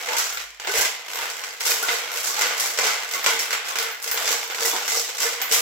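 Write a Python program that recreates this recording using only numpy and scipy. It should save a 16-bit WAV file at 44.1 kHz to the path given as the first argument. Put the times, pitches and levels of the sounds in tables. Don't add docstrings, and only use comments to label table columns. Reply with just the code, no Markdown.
import sys
import numpy as np
from scipy import signal
from scipy.fft import rfft, irfft, next_fast_len
from scipy.io import wavfile

SR = 44100
rng = np.random.default_rng(int(sys.argv[2]) if len(sys.argv) > 2 else 0)


def transcribe(u):
    v = np.clip(np.atleast_2d(u).T, -1, 1)
    q = np.round(v * 32767).astype(np.int16)
    wavfile.write(sys.argv[1], SR, q)


N = 247380
FFT_SIZE = next_fast_len(N + SR)
HZ = np.fft.rfftfreq(FFT_SIZE, 1 / SR)
TIME = np.arange(N) / SR

# t/s, level/dB, weight/dB, hardness/dB
HARD_HITS = [(0.0375, -31, -1, -20), (0.0736, -26, -4, -15), (0.0873, -17, -17, -12),
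             (0.1321, -15, -14, -8), (0.1674, -13.5, -20, -4), (0.1842, -11, -20, 5),
             (0.3718, -19, -20, -20), (0.4031, -23.5, -26, -13), (0.5985, -22.5, -13, -10),
             (0.648, -20.5, -13, -41), (0.6724, -13.5, -7.5, -11.5), (0.7377, -21.5, -3, -19),
             (0.7834, -11.5, -38, 6), (0.8121, -9.5, -22, 0), (0.85, -11, -17, -9), (1.237, -28, -10, -9),
             (1.3002, -20.5, -22, -5), (1.438, -19, -14.5, -9), (1.607, -15.5, -24, -8),
             (1.6539, -10.5, -17, -3), (1.6693, -11, -21, 1), (1.7075, -12, -10, 1), (1.827, -14, 3, 6),
             (1.886, -9.5, -16, -22), (2.173, -17, -15, -3), (2.243, -20, -15, -1), (2.392, -14, -20, -2),
             (2.4112, -8, -30, -5), (2.5803, -17, -17, -4), (2.599, -8.5, -12, 1), (2.7749, -15, -18, -8),
             (2.7874, -8.5, -5.5, -7.5), (3.112, -21, -20, -6), (3.1373, -14.5, -8.5, -6),
             (3.149, -16.5, -10, -7), (3.243, -12, -16, -9), (3.2622, -5, -11, -9.5),
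             (3.392, -12.5, -29, -4.5), (3.5073, -14.5, -12, -8.5), (3.5293, -12, -12.5, -7.5),
             (3.7565, -15.5, -14, -10), (3.786, -12, -17, -4), (3.826, -20, -6, 8),
             (4.0256, -20.5, -25, 15), (4.0422, -18.5, -14, -2), (4.0769, -16, -38, -2.5),
             (4.1133, -15, -14, 0), (4.175, -13.5, -17, -9.5), (4.277, -12.5, -21.5, -7),
             (4.3175, -13, -22, -3), (4.5002, -19.5, -9, -15), (4.547, -17.5, -10, -7),
             (4.5831, -19.5, -9, -16), (4.6255, -17, -26, -17), (4.6539, -10.5, -22, 10),
             (4.733, -16.5, 5, -12), (4.7645, -16.5, -26, -7), (4.8638, -32, -15, -4),
             (4.8793, -14, -21, -5), (5.0916, -19.5, -14, -10), (5.204, -16, -33, 11),
             (5.2248, -15.5, -17, -6), (5.4, -25.5, -8, -13), (5.4161, -16, -19, -8),
             (5.5136, -10, -8, -3.5), (5.5225, -7, -27, 0.5), (5.539, -14, -17, 14)]
# f/Hz, likeness (1 = the same)
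STEREO_LIKENESS = [(60, 0.57), (300, 0.86), (470, 0.84), (750, 0.61), (1200, 0.13), (2500, 0.26),
                   (5000, 0.019), (9000, 0.005)]


def amp(db):
    return 10 ** (np.asarray(db) / 20)


def read(points, hz):
    f, value = np.transpose(points)
    return np.interp(np.log(hz + 1), np.log(f + 1), value)


def unit(x):
    return x / np.sqrt(np.sum(x ** 2, -1, keepdims=True) + 1e-20)


def add(mix, s, sound):
    part = mix[..., max(round(s * SR), 0):][..., :sound.shape[-1]]
    part += sound[..., :part.shape[-1]]


def stereo(left, other, hz):
    same = np.clip(read(STEREO_LIKENESS, hz), -1, 1)
    return np.array([left, same * left + np.sqrt(1 - same ** 2) * other])


def contact(weight_db, hardness_db, fizz_db):
    return amp([weight_db, 0 * weight_db, hardness_db, fizz_db])


def heap_power(roll_weight_db=-8.5, roll_fizz_db=-3.5, settle_db_per_s=143.5):
    # t/s, level/dB, hardness/dB
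    rolling = [(0, -32.5, -3), (0.39, -41, 4), (0.49, -53, 3.5), (0.597, -54, -6), (0.61, -36, -7),
               (1.03, -45, -7), (1.12, -38.5, 4), (1.44, -38.5, -1.5), (1.55, -42, -2), (2.1, -35, -5.5),
               (2.2, -37, 3), (3.02, -34, -4.5), (3.09, -39, 2), (3.2, -33, -3), (3.62, -36, -22),
               (3.89, -36.5, -16), (4.01, -46, 4), (4.1, -34.5, -2), (4.45, -37.5, -1.5), (4.8, -35, -11),
               (5.15, -38, 0), (5.6, -35.5, -16)]
    # landing t/s, run-up/s, level/dB, weight/dB, hardness/dB, fizz/dB
    pours = [(0.129, 0.024, -31, -7, -13, -21), (0.191, 0.017, -28, -9, 5.5, -4),
             (0.801, 0.067, -25, -5, 1.5, -1.5), (1.242, 0.11, -31, -7, -9, -8),
             (1.709, 0.06, -27.5, -7, 5, 2.5), (1.923, 0.07, -28, -8, 0.5, -2.5),
             (2.15, 0.024, -38.5, -6.5, 4, 6.5), (2.279, 0.036, -36, -1, 11.5, 7.5),
             (2.44, 0.061, -24.5, -8.5, -3, -14), (2.509, 0.046, -30.5, -6.5, -19, -20),
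             (2.67, 0.06, -34, -3.5, 7, 5), (2.867, 0.05, -23.5, -7, 0, -5.5),
             (3.294, 0.018, -26, -4.5, 0, -2.5), (3.41, 0.015, -35.5, -34, 6, 5),
             (3.529, 0.014, -25.5, -40, -9, -11), (3.689, 0.034, -35, -6, 3.5, 0.5),
             (3.811, 0.035, -27.5, -10.5, -2.5, -4.5), (4.2, 0.079, -33, -4, -5, 1),
             (4.308, 0.05, -27, -3.5, 4.5, -2), (4.671, 0.054, -29.5, -2, 7, 4),
             (4.75, 0.013, -33, -4, 3, -7), (4.97, 0.08, -34, -1.5, 12, 7),
             (5.251, 0.049, -28.5, -5.5, 5, 0.5), (5.44, 0.028, -29, -13, -11, -8),
             (5.544, 0.025, -22, -9.5, 3.5, 2.5)]
    times, *columns = np.transpose(rolling)
    roll_db, roll_hardness = (np.interp(TIME, times, c) for c in columns)
    roll_bands = contact(np.full(N, roll_weight_db), roll_hardness, roll_hardness + roll_fizz_db)
    power = (amp(roll_db) * roll_bands) ** 2
    for s, run_up, db, weight, hardness, fizz in pours:
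        gather = np.exp(-.5 * (np.minimum(TIME - s, 0) / run_up) ** 2)
        settle = amp(db - settle_db_per_s * np.maximum(TIME - s, 0))
        power += np.outer(contact(weight, hardness, fizz), gather * settle) ** 2
    return power


def airborne(flight_s=0.018, soft_db=-10.0, depth=2):
    dip_db = np.zeros(N)
    for s, db, *_ in HARD_HITS:
        add(dip_db, s - flight_s, np.full(round(flight_s * SR), depth * min(soft_db - db, 0)))
    return amp(dip_db)


def shower(per_s=290, crowding=.45, spread_db=3, level_db=-1.0, jitter=2.5):
    power = heap_power()
    rate = per_s * (power[1] / power[1].mean()) ** crowding
    hits_so_far = np.cumsum(rate) / SR
    late, strength, side = rng.standard_normal((8000, 3)).T
    at = np.searchsorted(hits_so_far, np.arange(len(late)) + jitter * np.tanh(late) / 2)
    size = amp(spread_db * np.clip(strength, -2, 2)) * np.sign(side)
    force = np.bincount(at, size / size.std() * (at > 0), N)[:N]
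    return amp(level_db) * force * np.sqrt(power * SR / rate) * airborne()


def cracks(force, crack_s=0.0026, crack_db=-3.7):
    fade = np.exp(-2 / (crack_s * SR))
    power = signal.lfilter([1 - fade], [1, -fade], force ** 2 + 1e-20)
    return amp(crack_db) * np.sqrt(power) * rng.standard_normal((2, 1, N))


def causal(gain):
    cepstrum = irfft(np.log(gain), FFT_SIZE)
    return gain * np.exp(2j * rfft(cepstrum[:FFT_SIZE // 2], FFT_SIZE).imag)


def shell_colour():
    # f/Hz, level/dB
    broad_tone = [(40, -35.5), (130, -28.5), (230, -22), (330, -16.5), (420, -7.5), (1000, -0.5), (1800, 1),
                  (3000, 4.5), (4400, 4.5), (5400, 8), (7800, 6.5), (8800, -8.5), (11000, -3.5),
                  (15800, -8.5)]
    # f/Hz, width/Hz, lift/dB
    strong_notes = [(226, 14.04, 5), (275.3, 8.6, 7.5), (362, 7.8, 3.5), (460, 16, 7.5), (486, 26, 3),
                    (707, 15, 4), (845, 5.5, 7), (1485, 370, 6), (2050, 210, 4), (2200, 390, 3),
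                    (13500, 600, 4.5)]
    lift_db = sum(db / (1 + (2 * (HZ - hz) / width) ** 2) for hz, width, db in strong_notes)
    below = [1 / (1 + (HZ / hz) ** steep) for hz, steep in ((950, 5), (3800, 6), (8400, 24))]
    bands = np.diff([0 * HZ, *below, 1 + 0 * HZ], axis=0) * causal(amp(read(broad_tone, HZ) + lift_db))
    return bands / np.sqrt(np.mean(abs(bands) ** 2, 1, keepdims=True))


def spot_colour(spots, patchy_db=6.5, patch_hz=160, even_above_hz=4000):
    bumps = rng.standard_normal((spots, 400))
    depth_db = patchy_db / np.sqrt(1 + (HZ / even_above_hz) ** 2)
    gain = amp([depth_db * np.interp(HZ / patch_hz, np.arange(len(row)), row) for row in bumps])
    return gain / np.sqrt(np.mean(gain ** 2, 0))


def dying(fade_times):
    hz, t, noise = signal.stft(rng.standard_normal((2, SR)), SR, nperseg=256)
    faded = noise * amp(-60 * t / read(fade_times, hz)[:, None])
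    return unit(signal.istft(faded, SR, nperseg=256)[1][:, :SR])


def wall_response(ring_db=-4, room_db=-7.5, room_rise_s=0.009):
    # f/Hz, t60/s (time to fade by 60 dB)
    shell_fade = [(250, 0.17), (500, 0.24), (2000, 0.25), (6000, 0.19), (15000, 0.25)]
    # f/Hz, t60/s
    room_fade = [(150, 0.23), (800, 0.67), (3000, 0.8), (7000, 0.49), (15000, 0.34)]
    t = np.arange(SR) / SR
    room = unit(dying(room_fade) * (1 - np.exp(-(t / room_rise_s) ** 2)))
    return rfft(amp(ring_db) * dying(shell_fade) + amp(room_db) * room, FFT_SIZE)


def tank(force, spots=9):
    # f/Hz, left minus right/dB
    balance = [(300, -1.2), (1100, -1), (1550, -2), (2400, -0.9), (4500, -1), (7300, -2.5), (8700, 3),
               (11000, 0), (15000, 0.5)]
    spot = rng.integers(0, spots, N)
    colour = shell_colour()
    sound = (rfft(cracks(force), FFT_SIZE) * colour).sum(1)
    for k, favoured in enumerate(spot_colour(spots)):
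        blows = (rfft(force * (spot == k), FFT_SIZE) * colour).sum(0)
        sound += blows * favoured * wall_response()
    side_gain = amp(np.outer([.5, -.5], read(balance, HZ)))
    return irfft(stereo(*sound, HZ) * side_gain, FFT_SIZE)[:, :N]


def lifted(x, hz, width_hz, db):
    turn = np.exp(2j * np.pi * np.cumsum(hz * np.ones(N)) / SR)
    fade = np.exp(-np.pi * width_hz / SR)
    band = signal.lfilter([1 - fade], [1, -fade], x * (amp(db) - 1) / turn + 1e-18)
    return x + 2 * (turn * band).real


def panels(x, boom_hz=462, wander_hz=17, shifts_per_s=17):
    # t/s, low boom/dB, middle ring/dB, hollow ring/dB
    ring_lifts = [(0.1, -3, 1, 2), (0.3, 2, 3, -3), (0.75, 0, -2.5, 4), (1.0, -5, -3, 5.5),
                  (1.25, -3, 2.5, 0), (1.65, 6.5, -0.5, 2.5), (1.95, 9, 1, 1), (2.25, -3.5, 3, -8),
                  (2.45, 6, 1, 5), (2.65, -2, 1, 1), (2.85, 6, -1, 3), (3.05, -4, 1, 1.5), (3.27, 9, 0, 4),
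                  (3.6, -2, 1, -3), (3.83, 0, 2, 3.5), (4.12, -5, 3, 5), (4.32, 0.5, 0, 0),
                  (4.45, 6, 0, -15), (4.65, 1, 0, -8), (4.83, 3, 3, -9), (4.9, 1, 2, 8), (5.1, 0, -4, -5),
                  (5.25, 2, 0.5, 4), (5.38, -2, 0, 3.5), (5.6, -6, -3.5, -3)]
    times, *columns = np.transpose(ring_lifts)
    boom_db, middle_db, hollow_db = (np.interp(TIME, times, c) for c in columns)
    wander = np.interp(TIME * shifts_per_s, np.arange(200), rng.standard_normal(200))
    x = lifted(x, boom_hz + wander_hz * wander, width_hz=26, db=boom_db)
    x = lifted(x, hz=1400, width_hz=490, db=middle_db)
    return lifted(x, hz=2030, width_hz=69, db=hollow_db)


def ringing(rows, t60, detune, rise_cycles, tones):
    out, t = np.zeros((2, N)), np.arange(SR // 3) / SR
    decay = amp(-60 * t / t60)
    for s, db, hz in rows:
        offsets = rng.standard_normal((tones, 1))
        pitches = hz * (1 + detune * (offsets - offsets.mean()))
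        left, other = np.sin(2 * np.pi * (pitches * t + rng.random((2, tones, 1)))).sum(1)
        swell = 1 - np.exp(-(t * hz / rise_cycles) ** 2)
        ring = unit(stereo(left, other, hz) * swell * decay)
        add(out, s, amp(db) * ring * np.linalg.norm(decay) / np.sqrt(2))
    return out


def clinks(per_s=45, level_db=-4, spread_db=2.5, low_hz=900, high_hz=7800):
    power = heap_power()[1:3].sum(0) * airborne() ** 2
    gap, pitch, strength = rng.random((1200, 3)).T
    times = np.cumsum(2 * gap) / per_s
    db = level_db + 10 * np.log10(np.interp(times, TIME, power)) + spread_db * (4 * strength - 2)
    rows = np.transpose([times, db, low_hz * (high_hz / low_hz) ** pitch])
    return ringing(rows[times < TIME[-1]], t60=0.11, detune=0.004, rise_cycles=2, tones=2)


def strikes(level_db=17.0, weight_db=3, hardness_db=8, bounce_s=.004, bounce_gain=0.61, touches=3):
    force = np.zeros((4, N))
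    all_gaps = rng.uniform(0.46, 2, (len(HARD_HITS), touches))
    for (s, db, weight, hardness), gaps in zip(HARD_HITS, all_gaps):
        treble_db = hardness + hardness_db
        bands = contact(weight + weight_db, treble_db, fizz_db=1.5 * treble_db - 6)
        blow = amp(db + level_db) * unit(bands)
        for k, delay in enumerate(bounce_s * (np.cumsum(gaps) - gaps[0])):
            add(force, s + delay, blow[:, None] * bounce_gain ** k)
    return force


def booms(level_db=1):
    # t/s, level/dB, f/Hz
    boom_notes = [(0.075, -31, 495), (0.735, -30, 452), (1.14, -40, 470), (2.145, -39, 467),
                  (2.84, -33, 449), (3.505, -38, 466), (3.805, -32, 455), (4.055, -39, 460),
                  (4.13, -40.5, 455.6), (4.612, -28, 462.3), (4.722, -35, 471.5), (4.915, -29.5, 460),
                  (4.955, -36, 482.2), (5.243, -26.5, 464.3), (5.315, -33, 480.6), (5.505, -29, 453.4),
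                  (5.548, -32.5, 470)]
    return amp(level_db) * ringing(boom_notes, t60=0.29, detune=0.0095, rise_cycles=4.2, tones=3)


def clanks():
    # t/s, level/dB, f/Hz
    clank_notes = [(0.087, -26, 888), (0.132, -24.5, 913), (0.673, -29.5, 391), (0.696, -25, 1496),
                   (0.79, -24, 1595), (1.827, -20.5, 1417), (1.886, -29.5, 699), (2.372, -26.5, 861),
                   (2.6, -30, 2126), (2.788, -25, 2350), (2.787, -26, 1006), (2.875, -23.5, 1490),
                   (3.137, -28, 2150), (3.142, -27, 1108), (3.2615, -23, 2050), (3.2615, -22, 2300),
                   (3.2615, -25, 1078), (3.266, -22, 1401), (3.31, -25, 1524), (3.325, -24, 2099),
                   (3.53, -36, 1043), (3.70, -28, 1065), (3.81, -35, 2179), (4.21, -31.5, 665),
                   (4.734, -30, 888.3), (4.732, -31, 744), (4.88, -30, 2042), (5.414, -32.5, 762.3),
                   (5.555, -31, 2040)]
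    return ringing(clank_notes, t60=0.25, detune=0.025, rise_cycles=3, tones=6)


def pings(level_db=-5):
    # t/s, level/dB, f/Hz
    ping_notes = [(0.12, -33, 14350), (0.257, -30, 14600), (0.332, -26, 14500), (0.645, -36, 15400),
                  (1.147, -26.5, 14100), (1.70, -18, 13800), (2.268, -25, 14380), (2.466, -26, 14300),
                  (3.122, -25, 14250), (3.158, -30, 14290), (3.232, -25, 14280), (3.391, -20, 5373),
                  (3.912, -28, 14510), (4.113, -15, 14670), (4.305, -27, 14250), (4.689, -22, 14140),
                  (4.965, -16.5, 5610), (5.4165, -16, 14170)]
    return amp(level_db) * ringing(ping_notes, t60=0.28, detune=.018, rise_cycles=8, tones=28)


def hum(hz=49, peak_s=0.44, peak_db=-62, swell_db_per_s=28, fade_db_per_s=38):
    db = peak_db - np.maximum(swell_db_per_s * (peak_s - TIME), fade_db_per_s * (TIME - peak_s))
    return amp(db) * np.sqrt(2) * np.sin(2 * np.pi * hz * TIME)


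def thuds(level_db=-9, low_hz=54, upper_hz=90, rise_s=0.0062, left_lag_s=0.0026):
    # t/s, level/dB
    landings = [(0.785, -33), (1.701, -47), (2.43, -63), (3.262, -51), (4.651, -43), (5.54, -43)]
    out, t = np.zeros((2, N)), np.arange(SR // 4) / SR
    tone = np.sin(2 * np.pi * low_hz * t) + np.sin(2 * np.pi * upper_hz * t)
    push = t / rise_s * np.exp(1 - t / rise_s) * tone
    for s, db in landings:
        add(out[0], s + left_lag_s, amp(db + level_db) * push)
        add(out[1], s, amp(db + level_db) * push)
    return out


def jingle(start_s=4.2, end_s=5.2, hz=14250, level_db=-36, taps=36):
    times = np.interp(np.arange(taps) + rng.random(taps), [0, taps], [start_s, end_s])
    rows = [(s, level_db, hz) for s in times]
    return ringing(rows, t60=0.072, detune=0.005804, rise_cycles=30, tones=4)


def scene():
    clatter = panels(tank(shower() + strikes()))
    return clatter + clinks() + booms() + clanks() + pings() + hum() + thuds() + jingle()


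def record(dry):
    low_pass = signal.firwin(511, cutoff=15900, window=("kaiser", 9), fs=SR)
    return signal.oaconvolve(dry, low_pass[None], "same", axes=1)


dry = scene()
out = record(dry)
transcribe(out)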